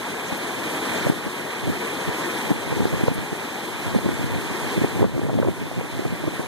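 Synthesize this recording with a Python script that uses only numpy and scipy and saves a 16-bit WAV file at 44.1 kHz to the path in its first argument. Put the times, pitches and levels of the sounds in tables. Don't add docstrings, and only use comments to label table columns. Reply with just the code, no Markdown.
import sys
import numpy as np
from scipy import signal
from scipy.fft import rfft, irfft
from scipy.io import wavfile
from scipy.ndimage import uniform_filter1d

SR = 44100
rng = np.random.default_rng(int(sys.argv[2]) if len(sys.argv) > 2 else 0)


def waveform_to_disk(signal):
    frames = np.transpose(np.atleast_2d(signal))
    scaled = np.clip(frames, -1, 1) * 32767
    samples = np.round(scaled).astype(np.int16)
    wavfile.write(sys.argv[1], SR, samples)


N = 285327
TIME, HZ = np.arange(N) / SR, np.fft.rfftfreq(N, 1 / SR)

# frequency in Hz, relative spectral density in dB.
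CHURN_SPECTRUM = [(22, -24), (45, -17), (110, -2.5), (200, 0.65), (320, 1), (440, -3), (600, -11),
                  (950, -8.5), (1300, -14.5), (1900, -11), (3000, -18.1), (3550, -18.1), (4300, -20.3),
                  (5200, -23.7), (6100, -22.3), (9500, -23), (13000, -27)]
# centre in seconds, rise in dB, half length in seconds.
STEP_SURGES = [(0.893, 1.5, 0.22), (2.408, 0.5, 0.04), (4.7, 0.5, 0.11)]
# frequency in Hz, left minus right in dB,
# likeness from 0 to 1, left lead in radians.
PORT_RESPONSE = [(153, 2.5, 1, 0), (400, 0.5, 0.97, 0.24), (590, 8, 0.87, 1.16), (800, 2.5, 0.74, 0.46),
                 (1080, 0.5, 0.53, 0.56), (1680, 7.5, 0.4, 1.3), (1980, 1.5, 0.52, 2),
                 (2330, -12.5, 0.9, 2.5), (3200, 10, 0.9, 6), (3700, 1.5, 0, 6), (5230, -0.2, 0.01, 7.5)]
# centre in seconds, level in dB, band centre in Hz.
SPRAY_HITS = [(0.279, -38, 6760), (0.377, -36, 12000), (2.39, -39, 9000), (3.146, -31, 9940),
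              (4.741, -41, 9400)]
# frequency in Hz, relative spectral density in dB.
WIND_SPECTRUM = [(25, 2), (50, -18), (100, 3), (170, 2), (300, -3.5), (500, -13.5), (750, -28), (1050, -34),
                 (2000, -41), (5000, -84)]
# centre in seconds, level in dB, half length in seconds.
WIND_GUSTS = [(1.12, -29, 0.09), (1.69, -24.5, 0.047), (2.88, -21, 0.23), (4.206, -25, 0.27),
              (4.824, -23, 0.19), (5.278, -10.8, 0.19), (6.0, -24.5, 0.34)]
# centre in seconds, level in dB, half length in seconds.
EDDY_BUFFETS = [(0.328, -19, 0.0054), (1.062, -17, 0.004), (1.103, -12, 0.003), (1.271, -17, 0.0086),
                (1.69, -21, 0.011), (2.086, -16.5, 0.012), (2.512, -15, .009), (2.719, -15.5, 0.0054),
                (2.775, -16, 0.01), (2.804, -15, 0.0093), (2.852, -15, 0.0037), (2.938, -14, .0092),
                (3.034, -14, 0.0036), (3.085, -12.5, 0.0047), (3.118, -14, 0.0054), (3.183, -16, 0.006),
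                (3.326, -15, 0.0055), (3.872, -18, 0.007), (3.953, -14, 0.014), (4.063, -15.5, 0.02),
                (4.245, -13, 0.0047), (4.354, -14, 0.006), (4.383, -15, 0.006), (4.778, -14, 0.011),
                (4.818, -16.5, 0.0046), (4.845, -10, 0.003), (5.024, -10, .016), (5.245, -13, 0.02),
                (5.3, -9.5, 0.009), (5.335, -12, 0.012), (5.372, -8.5, 0.005), (5.417, -9, 0.0055),
                (5.478, -10, 0.0092), (5.784, -11, 0.012), (6.065, -14, 0.0083), (6.132, -13, 0.006),
                (6.278, -13, 0.01), (6.401, -13, 0.006)]
# centre in seconds, level in dB, pitch in Hz,
# half length in cycles.
WHIRL_KNOCKS = [(1.070, -9, 520, .7), (1.100, -5, 260, .45), (1.121, -14, 400, .7), (1.677, -15, 300, 1),
                (1.698, -13, 240, .55), (2.508, -10, 300, .8), (2.517, -4.5, 220, .7), (2.728, -12, 468, 1),
                (2.806, -8.5, 250, .6), (2.856, -5.5, 380, .45), (2.939, -13, 420, 1),
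                (3.012, -12, 340, .8), (3.039, -7, 260, .55), (3.083, -1.8, 480, .8), (3.118, -13, 287, .9),
                (3.331, -13, 350, .7), (3.950, -7, 420, .9), (3.965, -7.5, 220, 1.5),
                (3.988, -11, 420, .45), (4.047, -11, 330, .5), (4.061, -4, 190, .55), (4.066, -10, 450, .5),
                (4.091, -10.5, 310, .8), (4.780, -13, 327, .9), (4.819, -9.5, 270, .9),
                (4.839, -13, 420, .6), (4.846, -2.5, 400, .55), (4.995, -10, 352, .7), (5.010, -8, 420, .6),
                (5.022, -2, 330, .45), (5.029, 1.5, 430, .6), (5.043, 0.5, 450, .75), (5.052, -6, 220, .9),
                (5.180, -6, 320, .8), (5.194, -6, 300, .8), (5.217, -10.5, 430, .8), (5.267, -11, 466, 1),
                (5.288, -5, 290, .5), (5.296, -6.5, 650, .55), (5.303, -6, 650, .5), (5.342, -7, 450, .5),
                (5.354, -7, 280, 1), (5.389, -3.5, 560, .9), (5.401, -1, 290, .45), (5.426, -13, 1450, 1.1),
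                (5.431, -5, 500, 1.1), (5.450, -6.5, 480, .8), (5.475, -4, 500, .5), (5.486, 0, 340, .9),
                (5.715, -12, 600, .6), (5.812, -12.5, 470, .9), (5.995, -7, 310, .65), (6.054, -7, 350, .6),
                (6.241, -9, 330, .8), (6.278, -8, 300, 1.3)]

PORT_SPACING_M, SOUND_SPEED_M_PER_S = 0.12, 343


def water(flow_db=-35.5, churn_rel_db=11.5, gulp_rel_db=-1.7, fizz_rel_db=-9.5):
    gulps = bubbles(mean_per_s=200, low_hz=332.5, high_hz=1885, t60_cycles=86, spread_db=2)
    fizz = bubbles(mean_per_s=1100, low_hz=2190, high_hz=12570, t60_cycles=6.4, spread_db=5)
    flow = from_db(flow_db + sum(rise_db * bell(s, half_s) for s, rise_db, half_s in STEP_SURGES))
    return flow * (from_db(churn_rel_db) * churn()
                   + from_db(gulp_rel_db) * gulps + from_db(fizz_rel_db) * fizz)


def churn(surge_db=0.42, surge_hz=7.8, flicker_db=1.18, flicker_hz=22, bands=18):
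    white, out = rfft(rng.standard_normal((2, N))), 0
    half_octaves = np.clip(2 * np.log2((HZ + 1) / 40), 0, bands - 1)
    for k in range(bands):
        share = np.maximum(1 - abs(half_octaves - k), 0)
        out = out + irfft(white * share, N) * from_db(flicker_db * drift(flicker_hz))
    roar = rms_one(at_ports(*coloured(out, CHURN_SPECTRUM)))
    return roar * from_db(surge_db * drift(surge_hz))


def bubbles(mean_per_s, low_hz, high_hz, t60_cycles, spread_db, sizes=28):
    births_per_s = mean_per_s * from_db(4 * drift(8))
    born = np.flatnonzero(rng.random(N) < births_per_s / SR)
    strength_db = spread_db * np.minimum(rng.exponential(1, len(born)), 4)
    kicks = from_db(strength_db) * rng.choice([-1, 1], len(born))
    size, out = rng.integers(0, sizes, len(born)), 0
    for k, hz in enumerate(np.geomspace(low_hz, high_hz, sizes)):
        clicks = np.zeros(N)
        clicks[born[size == k]] = kicks[size == k]
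        ringing = ring(clicks, hz, t60_cycles / hz) / np.sqrt(hz)
        lag_samples = int(rng.uniform(-0.83, 1) * PORT_SPACING_M / SOUND_SPEED_M_PER_S * SR)
        out = out + np.array([ringing, np.roll(ringing, lag_samples)])
    return rms_one(out)


def splashes(half_s=0.014, width_octaves=0.3):
    out = 0
    for s, db, hz in SPRAY_HITS:
        band = np.exp(-(np.log2((HZ + 1) / hz) / width_octaves) ** 2)
        hiss = rms_one(irfft(rfft(rng.standard_normal((2, N))) * band, N))
        out = out + from_db(db) * hiss * bell(s, half_s)
    return out


def wind(calm_db=-55, eddy_hz=14.3, flutter_db=8.5, slap_rel_db=-10, vent_hz=55, lee_db=-13):
    rumble = turbulence()
    gust_power = sum(from_db(db) ** 2 * bell(s, half_s) for s, db, half_s in WIND_GUSTS)
    power = (from_db(calm_db) ** 2 + gust_power) * from_db(flutter_db * np.tanh(drift(eddy_hz))) ** 2
    for s, db, half_s in EDDY_BUFFETS:
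        swell = bell(s, half_s)
        windward_power = np.average(rumble[1] ** 2, weights=swell)
        power = power + from_db(db) ** 2 * swell / windward_power
    slap_band = signal.butter(2, [300, 800], "band", fs=SR, output="sos")
    fine_whirls = rms_one(signal.sosfilt(slap_band, rng.standard_normal((2, N))))
    slap = from_db(slap_rel_db) * power * fine_whirls
    vent = signal.butter(2, vent_hz, "high", fs=SR, output="sos")
    pressure = signal.sosfilt(vent, np.sqrt(power) * rumble + slap + knocks())
    return pressure * from_db([[lee_db], [0]])


def turbulence(lump_db=6.5, lump_hz=260, levelling_s=0.0125):
    lumps = from_db(lump_db * np.array([drift(lump_hz), drift(lump_hz)]))
    pressure = coloured(rng.standard_normal((2, N)) * lumps, WIND_SPECTRUM)
    power = uniform_filter1d(pressure ** 2, int(levelling_s * SR) + 1)
    return pressure / np.sqrt(power + 0.03 * power.mean())


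def knocks(wobble_rad=0.35, wobble_hz=450, overtone=0.2,
           thud_rel_db=-10, thud_hz=135, thud_half_s=0.004):
    wander_rad = wobble_rad * np.array([drift(wobble_hz), drift(wobble_hz)])
    offsets_rad = rng.uniform(0, 2 * np.pi, (len(WHIRL_KNOCKS), 2, 1))
    out = np.zeros((2, N))
    for (s, db, hz, half_cycles), offset_rad in zip(WHIRL_KNOCKS, offsets_rad):
        near = abs(TIME - s) < 0.03
        t = TIME[near] - s
        phase = 2 * np.pi * hz * t + offset_rad + wander_rad[:, near]
        swing = np.cos(phase) + overtone * np.cos(2 * phase)
        knock = np.exp(-0.5 * (t * hz / half_cycles) ** 2) * swing
        thud = np.exp(-0.5 * (t / thud_half_s) ** 2) * np.sin(2 * np.pi * thud_hz * t + offset_rad)
        out[:, near] += from_db(db) * np.sqrt(2) * (knock + from_db(thud_rel_db) * thud)
    return out


def at_ports(mid, side):
    left_db, likeness, lead_rad = over_hz(PORT_RESPONSE)
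    likeness = np.clip(likeness, 0, 1)
    mid, side = np.sqrt(1 + likeness) * rfft(mid), np.sqrt(1 - likeness) * rfft(side)
    left = (mid + side) * from_db(left_db / 2)
    right = (mid - side) * from_db(-left_db / 2) * np.exp(-1j * lead_rad)
    return irfft(np.array([left, right]), N)


def gain_control(x, limit_db=-14.5, start_cut_db=6, detect_s=0.015, attack_s=0.01, recovery_db_per_s=2.8):
    power = uniform_filter1d(x ** 2, int(detect_s * SR) + 1).max(axis=0)
    over_db = np.maximum(10 * np.log10(power + 1e-12) - limit_db, 0)
    climb_db = recovery_db_per_s * TIME
    cut_db = np.maximum.accumulate(np.maximum(over_db + climb_db, start_cut_db)) - climb_db
    pole = np.exp(-1 / (attack_s * SR))
    smooth_cut_db = start_cut_db + signal.lfilter([1 - pole], [1, -pole], cut_db - start_cut_db)
    return x * from_db(-smooth_cut_db)


def from_db(db):
    return 10 ** (np.asarray(db) / 20)


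def rms_one(x):
    return x / np.sqrt(np.mean(x ** 2) + 1e-20)


def over_hz(rows):
    hz, *columns = np.transpose(rows)
    return [np.interp(np.log(HZ + 1), np.log(hz), column) for column in columns]


def coloured(x, spectrum):
    return irfft(rfft(x) * from_db(over_hz(spectrum)[0]), N)


def drift(corner_hz):
    return rms_one(irfft(rfft(rng.standard_normal(N)) / (1 + (HZ / corner_hz) ** 2), N))


def bell(centre_s, half_s):
    return np.exp(-np.minimum(((TIME - centre_s) / half_s) ** 2, 50))


def ring(clicks, hz, t60_s):
    radius, step_rad = from_db(-60 / (t60_s * SR)), 2 * np.pi * hz / SR
    feedback = [1, -2 * radius * np.cos(step_rad), radius * radius]
    return signal.lfilter([0, np.sin(step_rad)], feedback, clicks + 1e-18)


def scene():
    return water() + splashes() + wind()


def record(dry, ceiling=0.68, cross_delay_s=0.000386, edge_hz=4300, treble_cross=0.21, cutoff_hz=13950):
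    ports = rfft(ceiling * np.tanh(gain_control(dry) / ceiling))
    cross = np.interp(HZ, [edge_hz - 200, edge_hz + 200], [1, treble_cross])
    delay = np.exp(-2j * np.pi * HZ * cross_delay_s)
    wide = ports - cross * delay * ports[::-1]
    return irfft(wide / np.sqrt(1 + (HZ / cutoff_hz) ** 400), N)


dry = scene()
out = record(dry)
waveform_to_disk(out)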